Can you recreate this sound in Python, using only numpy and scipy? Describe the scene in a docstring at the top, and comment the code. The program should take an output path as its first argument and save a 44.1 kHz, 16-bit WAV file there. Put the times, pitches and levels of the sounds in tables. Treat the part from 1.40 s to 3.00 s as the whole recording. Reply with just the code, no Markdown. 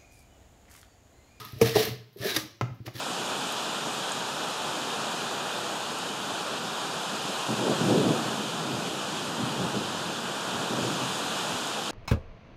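"""A wet squish is heard first, close by: a fork mashing ripe banana in a plastic bowl in a kitchen sink.
Bursts of impulsive grains, filtered, make the pulp; the same grains drive the bowl's resonances to a groan.
Narrow-band noise makes the tines squeak; decaying sines make the bowl knock and the basin boom.
Decaying coloured noise gives the smacks, clacks and foot taps, the last two with short rings.
Decaying noise tails form the small hard room, over a steady hush."""
import sys
import numpy as np
from scipy import signal
from scipy.io import wavfile
from scipy.ndimage import uniform_filter1d

SR = 44100
rng = np.random.default_rng(int(sys.argv[2]) if len(sys.argv) > 2 else 0)


def log_audio(samples):
    """Write samples as a 16-bit WAV file to the path given in sys.argv[1]."""
    # one column per channel
    frames = np.atleast_2d(samples).T
    # limit to full scale, then quantise
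    limited = np.clip(frames, -1, 1)
    pcm = np.round(limited * 32767).astype(np.int16)
    wavfile.write(sys.argv[1], SR, pcm)


N = 70560
T = np.arange(N) / SR  # time in seconds

# Strokes of the fork, one curve each: time_s, squish_level_db, groan_db (against the squish),
# pitch_hz (of the loaded bowl)
STROKES = [
    [(0, -42.5, -17, 458), (.03, -48.5, -3.5, 434), (.08, -50.5, -32, 436), (.12, -55.5, -18, 436),
     (.15, -55.5, -2, 412), (.2, -57, 6, 435)],
    [(.215, -35, 4, 452), (.24, -36.5, 0.5, 449), (.275, -30, -6, 444), (.305, -36.5, -30, 453),
     (.33, -42, -29, 449)],
    [(.34, -40.5, -21, 437), (.362, -26.5, 10, 436.2), (.378, -30.5, 8.5, 423.5), (.392, -27, -4.5, 429),
     (.412, -30.5, 3, 436), (.43, -27.5, -10, 456), (.46, -37.5, -30, 419), (.49, -40, -12, 434),
     (.54, -67, 4, 430)],
    [(.772, -62.5, 9, 371), (.81, -43.5, 1, 390), (.845, -37, 2.5, 402), (.87, -33.5, 4, 432),
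     (.905, -31, -33, 442), (.93, -40, -13, 383), (.96, -31, -12, 307.5), (1.0, -40, -11, 300),
     (1.05, -71, -7, 314)],
    [(1.455, -60, 14.5, 320), (1.467, -37, -5, 318), (1.482, -60, 11, 317), (1.5, -96, -10, 320)],
    [(1.535, -61, -21, 320), (1.555, -44.5, 4.5, 318), (1.58, -45.5, -18, 323), (1.6, -37.5, -1, 339)],
]
# Spectrum of the squish: frequency_hz, relative_level_db (per Hz)
PULP_SPECTRUM = [(100, -7), (350, -5.5), (800, -4.5), (1050, -3.5), (1250, 0), (1430, -5), (1750, 2),
                 (2200, -1.5), (3200, -0.5), (3900, 0.5), (5600, -2), (7000, -11), (8600, -15.5),
                 (10500, -9.5), (12500, -9.5), (15500, -11.5)]
# Bowl resonances rubbed by the tines: ratio (to the bowl's pitch), width_hz (of each of two poles), level_db
GROAN_RESONANCES = [(0.521, 79.4, -14), (.8, 60.5, -9), (0.998, 50, 1), (1.44, 61, -7.5), (1.62, 74, -8)]
# Tines squeaking over the plastic: start_s, length_s, start_hz, end_hz, level_db
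TINE_SQUEAKS = [(-0.038, 0.18, 1272, 1240, -44), (-0.048, 0.17, 1010, 995, -50.5),
                (.31, 0.18, 1840, 1840, -44), (.82, 0.094, 1816, 1720, -38.5),
                (.88, 0.081, 1640, 1586, -38), (.87, 0.12, 3900, 3800, -36.5), (.83, .055, 611, 642, -34.5),
                (.96, 0.074, 548, 573, -46), (1.55, 0.1, 1800, 1680, -51.5)]
# Bowl rocking on the basin: start_s, level_db, upper_modes_db, free (share of the full ring length)
THUMPS = [(0, -44.5, 7.5, 0.81), (0.053, -47.5, 9.5, 1.07), (0.132, -29, 2, 0.28), (0.162, -32, 2, 0.47),
          (.214, -21.5, 2.5, 1), (0.248, -26, 5, .9), (0.356, -26, 0, 0.86), (.475, -37.5, 14.5, 0.91),
          (0.509, -31.5, -13, 1), (.802, -32.5, -14, 0.75), (0.965, -33, 6, 0.54),
          (1.029, -49.5, 17.5, 0.79), (1.22, -23.5, -4, 1.09), (1.307, -34.5, -0.5, 1.02),
          (1.403, -32.5, 5.5, 0.48), (1.47, -35.5, 4, 0.66), (1.548, -37.5, 2, 0.94)]
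# Hollow boom of the basin: frequency_hz, level_db, t60_s (at full ring length)
BASIN_MODES = [(118.1, 3, 0.14), (122.05, -6.5, .4), (173.5, -6, 0.14), (210.7, -3.5, 0.089),
               (264.7, -14.5, 0.17), (313.7, -15, 0.16)]
# Wet pulp snapping apart: start_s, level_db, t60_s
SMACKS = [(.0505, -38.5, 0.027), (.1228, -40, .01), (.1415, -56, 0.017), (.186, -50, .04),
          (.199, -56, 0.015), (0.695, -73, .03), (0.729, -65, 0.17), (.7715, -51, .03), (.7865, -43, 0.011),
          (.843, -36, 0.032), (.86, -36, 0.04), (.393, -31, 0.036), (.452, -27, .03), (1.345, -66, .1),
          (1.46, -63, 0.044)]
# Spectrum of the snapping pulp: frequency_hz, relative_level_db (per Hz)
SMACK_SPECTRUM = [(500, -27), (4000, 7), (8000, -14), (11000, 0), (13000, 10.5), (16000, -7)]
# Fork bottoming through the pulp: start_s, level_db, pitch_hz (of the loaded bowl), lower_modes_db,
# upper_modes_db, contact_s (time constant of the onset), after_ring_db
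KNOCKS = [(0.2133, -7.5, 455.6, 2, -4.5, 0.0021, -13.5), (.356, -12.5, 431, -3, 9, 0.0024, -18.5),
          (.3635, -14.5, 433.3, -1, 3.5, 0.0012, -15.5), (.761, -35, 386, -3, -18, 0.0013, -38),
          (0.8533, -17.5, 398.4, -7, -6, 0.0021, -23), (.916, -34.5, 370, -10, -8, 0.0022, -16),
          (.963, -22.5, 316, -4, 3, 0.0023, -16)]
# Bowl modes: ratio (to the bowl's pitch), level_db, t60_s
BOWL_MODES = [(.48, -6, 0.062), (.67, -18, 0.16), (1, 1.5, 0.059), (1.48, -13.5, 0.085),
              (1.82, -12.5, 0.058), (2.02, -22.5, 0.088), (2.29, -20, 0.063), (2.74, -21, 0.028)]
# Hard contacts of fork and bowl: start_s, level_db, t60_s, tilt_db_per_octave, ring_db, ring_pitch_hz
CLACKS = [(.2138, -19.5, 0.068, -3, -26, 2280), (.963, -25, 0.042, 1.7, 2.5, 1853),
          (.9665, -23.5, 0.026, -0.95, -8.5, 1783)]
# Spectrum of metal on plastic: frequency_hz, relative_level_db (per Hz)
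CLACK_SPECTRUM = [(200, -11.5), (700, -11), (1200, 1.5), (1450, -14.5), (2200, -0.5), (3500, -9.5),
                  (5900, -0.5), (8000, -10.5), (11000, -3), (13500, -4.5), (16000, -22)]
# Tine modes: ratio (to the ring pitch), level_db, t60_s
TINE_MODES = [(.88, -3.5, 0.056), (1, -3.5, 0.09), (2.01, 1.5, 0.039), (2.21, -2.5, 0.025),
              (2.6, 0.5, 0.041)]
# Bowl's foot tapping the sink: start_s, level_db, rattle_db, rattle_t60_s, tilt_db_per_octave
TAPS = [(1.212, -15, -11, 0.057, 0), (1.4782, -31.5, 1.5, 0.042, -0.5)]
# Spectrum of the foot on the sink: frequency_hz, relative_level_db (per Hz)
FOOT_SPECTRUM = [(100, -5), (220, 2), (400, -1), (650, 2), (950, -4.5), (1250, -1.5), (1500, -9),
                 (1750, -5), (2150, -8), (3000, -12.5), (4200, -19.5), (6600, -20.5), (8200, -38),
                 (12800, -33.5), (16000, -37)]
# Ring of the foot: frequency_hz, level_db, t60_s
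FOOT_MODES = [(426, -9, 0.15), (643, -4, .045), (745, -8, 0.017), (1010, 0, 0.021), (1030, 2.5, .03),
              (1290, -11, .035), (1740, -24, 0.024), (1980, -13, 0.029)]
# Reverberation: frequency_hz, t60_s
ROOM_DECAY = [(100, 0.71), (500, 0.44), (2000, 0.45), (5000, 0.45), (9000, 0.32), (15000, .3)]
# Spectrum of the background hush: frequency_hz, relative_level_db (per Hz)
HUSH_SPECTRUM = [(25, -28), (60, -7.5), (115, 13.5), (170, -2), (400, -14.5), (1000, -12.5), (5000, -17),
                 (9000, -33.5), (16000, -23)]

GRAINS_PER_S, GRAIN_SPREAD_DB = 7000, 1.5  # spread: dB per unit of an exponential draw
CLUMP_DB, CLUMP_S = 1.5, 0.0038  # rms swing of the grain level, averaging window
SQUEAK_WIDTH, SQUEAK_SKEW = 0.097, 0.49  # width as a share of the pitch; a skew under 1 peaks early
THUMP_RISE_S, CLACK_RISE_S, TAP_RISE_S = 0.004, 0.00045, 0.0025  # time constants
AFTER_RING_T60_S = 0.4
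TAP_CRACK_DB, TAP_CHATTER_DB, TAP_T60_S = 10.5, -4.5, 0.013
FOOT_DB, HUSH_DB = -17.5, -61
SQUISH_ROOM_DB, HIT_ROOM_DB, KNOCK_ROOM_DB, LOW_ROOM_DB = -8, -9, -14.5, -16  # sends to the room
KNOCK_LOW_CUT_HZ, LOW_CUT_HZ, EDGE_HZ = 69, 54, 15800


def amp(db):
    """Level law: decibels to amplitude gain."""
    return 10 ** (np.asarray(db) / 20)


def unit(x):
    """Normalisation to an rms of 1."""
    return x / np.sqrt(np.mean(x ** 2) + 1e-20)


def read(points, hz):
    """Linear interpolation of a table on a log-frequency axis."""
    f, value = np.transpose(points)
    return np.interp(np.log(hz + 1), np.log(f + 1), value)


def add(mix, s, sound):
    """Superposition: mixes a sound in at time s."""
    part = mix[max(round(s * SR), 0):]
    part += sound[:len(part)]


def colour(x, points, tilt_db=0, size=4096):
    """Minimum-phase filtering: a causal response of energy 1 with the given spectral shape."""
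    hz = abs(np.fft.fftfreq(size, 1 / SR))
    level_db = read(points, hz) + tilt_db * np.log2(hz + 1)
    log_gain = np.log(amp(level_db))
    # The Hilbert transform of the log gain supplies the minimum phase
    response = np.exp(np.conj(signal.hilbert(log_gain)))
    taps = np.fft.ifft(response).real[:size // 2]
    return signal.fftconvolve(x, taps / np.linalg.norm(taps))[:N]


def resonate(x, hz, width):
    """Resonance by heterodyning: shift the pitch curve to zero, low-pass with two poles, shift back."""
    turn = np.exp(2j * np.pi * np.cumsum(hz * np.ones(N)) / SR)
    r = np.exp(-np.pi * width / SR)
    smoothed = signal.lfilter([(1 - r) ** 2], [1, -2 * r, r * r], x / turn)
    return (turn * smoothed).real


def fade(t60):
    """Exponential decay: a fall of 60 dB in t60 seconds."""
    return np.exp(-np.log(1000) * T / max(t60, 1e-3))


def rise(time_constant):
    """Exponential approach to full strength, as at a soft contact."""
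    return 1 - np.exp(-T / time_constant)


def mode(hz, db, t60):
    """Modal vibration: one exponentially damped sine."""
    return amp(db) * fade(t60) * np.sin(2 * np.pi * hz * T)


def grains():
    """Random impulses: tiny slips and bursting films of pulp, uneven in size and level-clumped."""
    size_db = GRAIN_SPREAD_DB * np.minimum(rng.exponential(1, N), 5)
    sizes = amp(size_db) * rng.choice([-1, 1], N)
    clumps = unit(uniform_filter1d(rng.standard_normal(N), max(int(CLUMP_S * SR), 2)))
    happens = rng.random(N) < GRAINS_PER_S / SR
    return unit(sizes * happens * amp(CLUMP_DB * clumps))


def squish():
    """Crushing and friction: each stroke presses pulp into noise and rubs the bowl into a low groan."""
    press, rub = np.zeros((2, N))
    for stroke in STROKES:
        s, db, groan_db, _ = np.transpose(stroke)
        outside = np.maximum(np.maximum(s[0] - T, T - s[-1]), 0)  # seconds away from the stroke
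        level = amp(np.interp(T, s, db)) * np.exp(-outside / 0.0048)
        press += level
        rub += level * amp(np.interp(T, s, groan_db))
    s, _, _, hz = np.vstack(STROKES).T
    drive = grains()
    pitch = np.interp(T, s, hz)
    groan = np.zeros(N)
    for ratio, width, db in GROAN_RESONANCES:
        groan += amp(db) * unit(resonate(drive, pitch * ratio, width))
    return colour(drive * press, PULP_SPECTRUM) + rub * unit(groan)


def squeaks():
    """Stick and slip of the tines: a rough note that swells quickly and drifts in pitch."""
    out = np.zeros(N)
    for s, length, start_hz, end_hz, db in TINE_SQUEAKS:
        u = np.clip((T - s) / length, 0, 1)  # progress through the squeak
        pitch = start_hz + (end_hz - start_hz) * u
        note = unit(resonate(rng.standard_normal(N), pitch, SQUEAK_WIDTH * start_hz))
        swell = np.sin(np.pi * u ** SQUEAK_SKEW) ** 2
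        out += amp(db) * swell * note
    return out


def thumps():
    """Modal excitation: the pushed bowl makes the basin boom, shorter when it is held down."""
    out = np.zeros(N)
    for s, db, upper_db, free in THUMPS:
        ring = np.zeros(N)
        for k, (hz, level, t60) in enumerate(BASIN_MODES):
            ring += mode(hz, level + upper_db * (k > 2), t60 * free)
        add(out, s, amp(db) * ring * rise(THUMP_RISE_S))
    return out


def smacks():
    """Adhesive release: thin bright crackles of decaying noise as sticky pulp lets go."""
    out = np.zeros(N)
    for s, db, t60 in SMACKS:
        add(out, s, amp(db) * fade(t60) * rng.standard_normal(N))
    return colour(out, SMACK_SPECTRUM)


def knocks():
    """Mass loading: the bowl rings hollow and short, lower under more pulp; its main note lingers."""
    out = np.zeros(N)
    for s, db, hz, lower_db, upper_db, contact, after_db in KNOCKS:
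        ring = mode(hz, after_db, AFTER_RING_T60_S)
        for k, (ratio, level, t60) in enumerate(BOWL_MODES):
            mode_db = level + lower_db * (k < 2) + upper_db * (k > 2)
            ring += mode(hz * ratio, mode_db, t60)
        add(out, s, amp(db) * ring * rise(contact))
    return out


def clacks():
    """Impact: metal chatters on plastic as decaying noise and the tines ring briefly: (noise, ring)."""
    out = np.zeros((2, N))
    onset = rise(CLACK_RISE_S)
    for s, db, t60, tilt_db, ring_db, hz in CLACKS:
        chatter = colour(rng.standard_normal(N) * fade(t60), CLACK_SPECTRUM, tilt_db)
        ring = sum(mode(hz * ratio, level, decay) for ratio, level, decay in TINE_MODES)
        add(out[0], s, amp(db) * onset * chatter)
        add(out[1], s, amp(db + ring_db) * onset * ring)
    return out


def taps():
    """Impulse response: the foot drops back with a dull crack, a rattle and a short ring: (noise, ring)."""
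    out = np.zeros((2, N))
    for s, db, rattle_db, t60, tilt_db in TAPS:
        rattle = amp(TAP_CHATTER_DB) * fade(TAP_T60_S) + amp(rattle_db) * fade(t60)
        force = rng.standard_normal(N) * rattle * rise(TAP_RISE_S)
        force[0] += amp(TAP_CRACK_DB)  # the first touch is a single impulse
        add(out[0], s, amp(db) * colour(force, FOOT_SPECTRUM, tilt_db))
        add(out[1], s, amp(db + FOOT_DB) * sum(mode(*row) for row in FOOT_MODES))
    return out


def room(x):
    """Diffuse reverberation: noise tails whose treble dies first; three take turns to keep it even."""
    out = np.zeros(N)
    for k in range(3):
        hz, t, z = signal.stft(rng.standard_normal(SR), SR, nperseg=256)
        decay = np.exp(-np.log(1000) * t / read(ROOM_DECAY, hz)[:, None])
        tail = signal.istft(z * decay, SR, nperseg=256)[1]
        tail *= 1 - np.exp(-T[:len(tail)] / 0.0082)
        # The three tails share the input in a 4 Hz cycle at constant total power
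        share = np.sqrt(2 / 3) * np.cos(2 * np.pi * (4 * T + k / 3))
        out += signal.fftconvolve(x * share, tail / np.linalg.norm(tail))[:N]
    return out


def low_cut(x, hz):
    """High-pass filtering: a second-order Butterworth slope."""
    return signal.sosfilt(signal.butter(2, hz, "high", fs=SR, output="sos"), x)


def hush():
    """Stationary noise: a faint steady background with a fixed spectrum."""
    return amp(HUSH_DB) * colour(rng.standard_normal(N), HUSH_SPECTRUM)


def scene():
    """Superposition of direct sounds, room and hush; clack and tap rings do not excite the room."""
    wet = squish() + squeaks() + smacks()
    hits, rings = clacks() + taps()
    knock = low_cut(knocks(), KNOCK_LOW_CUT_HZ)
    boom = thumps()
    to_room = amp(SQUISH_ROOM_DB) * wet + amp(HIT_ROOM_DB) * hits
    to_room += amp(KNOCK_ROOM_DB) * knock + amp(LOW_ROOM_DB) * boom
    return (wet + hits + rings + knock + boom + room(to_room) + hush())[None]


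def record(dry):
    """Band limiting: the microphone's low cut and the recorder's upper edge."""
    band_limit = signal.firwin(601, EDGE_HZ, window=("kaiser", 9), fs=SR)
    return signal.oaconvolve(low_cut(dry, LOW_CUT_HZ), band_limit[None], "same")


dry = scene()
out = record(dry)
log_audio(out)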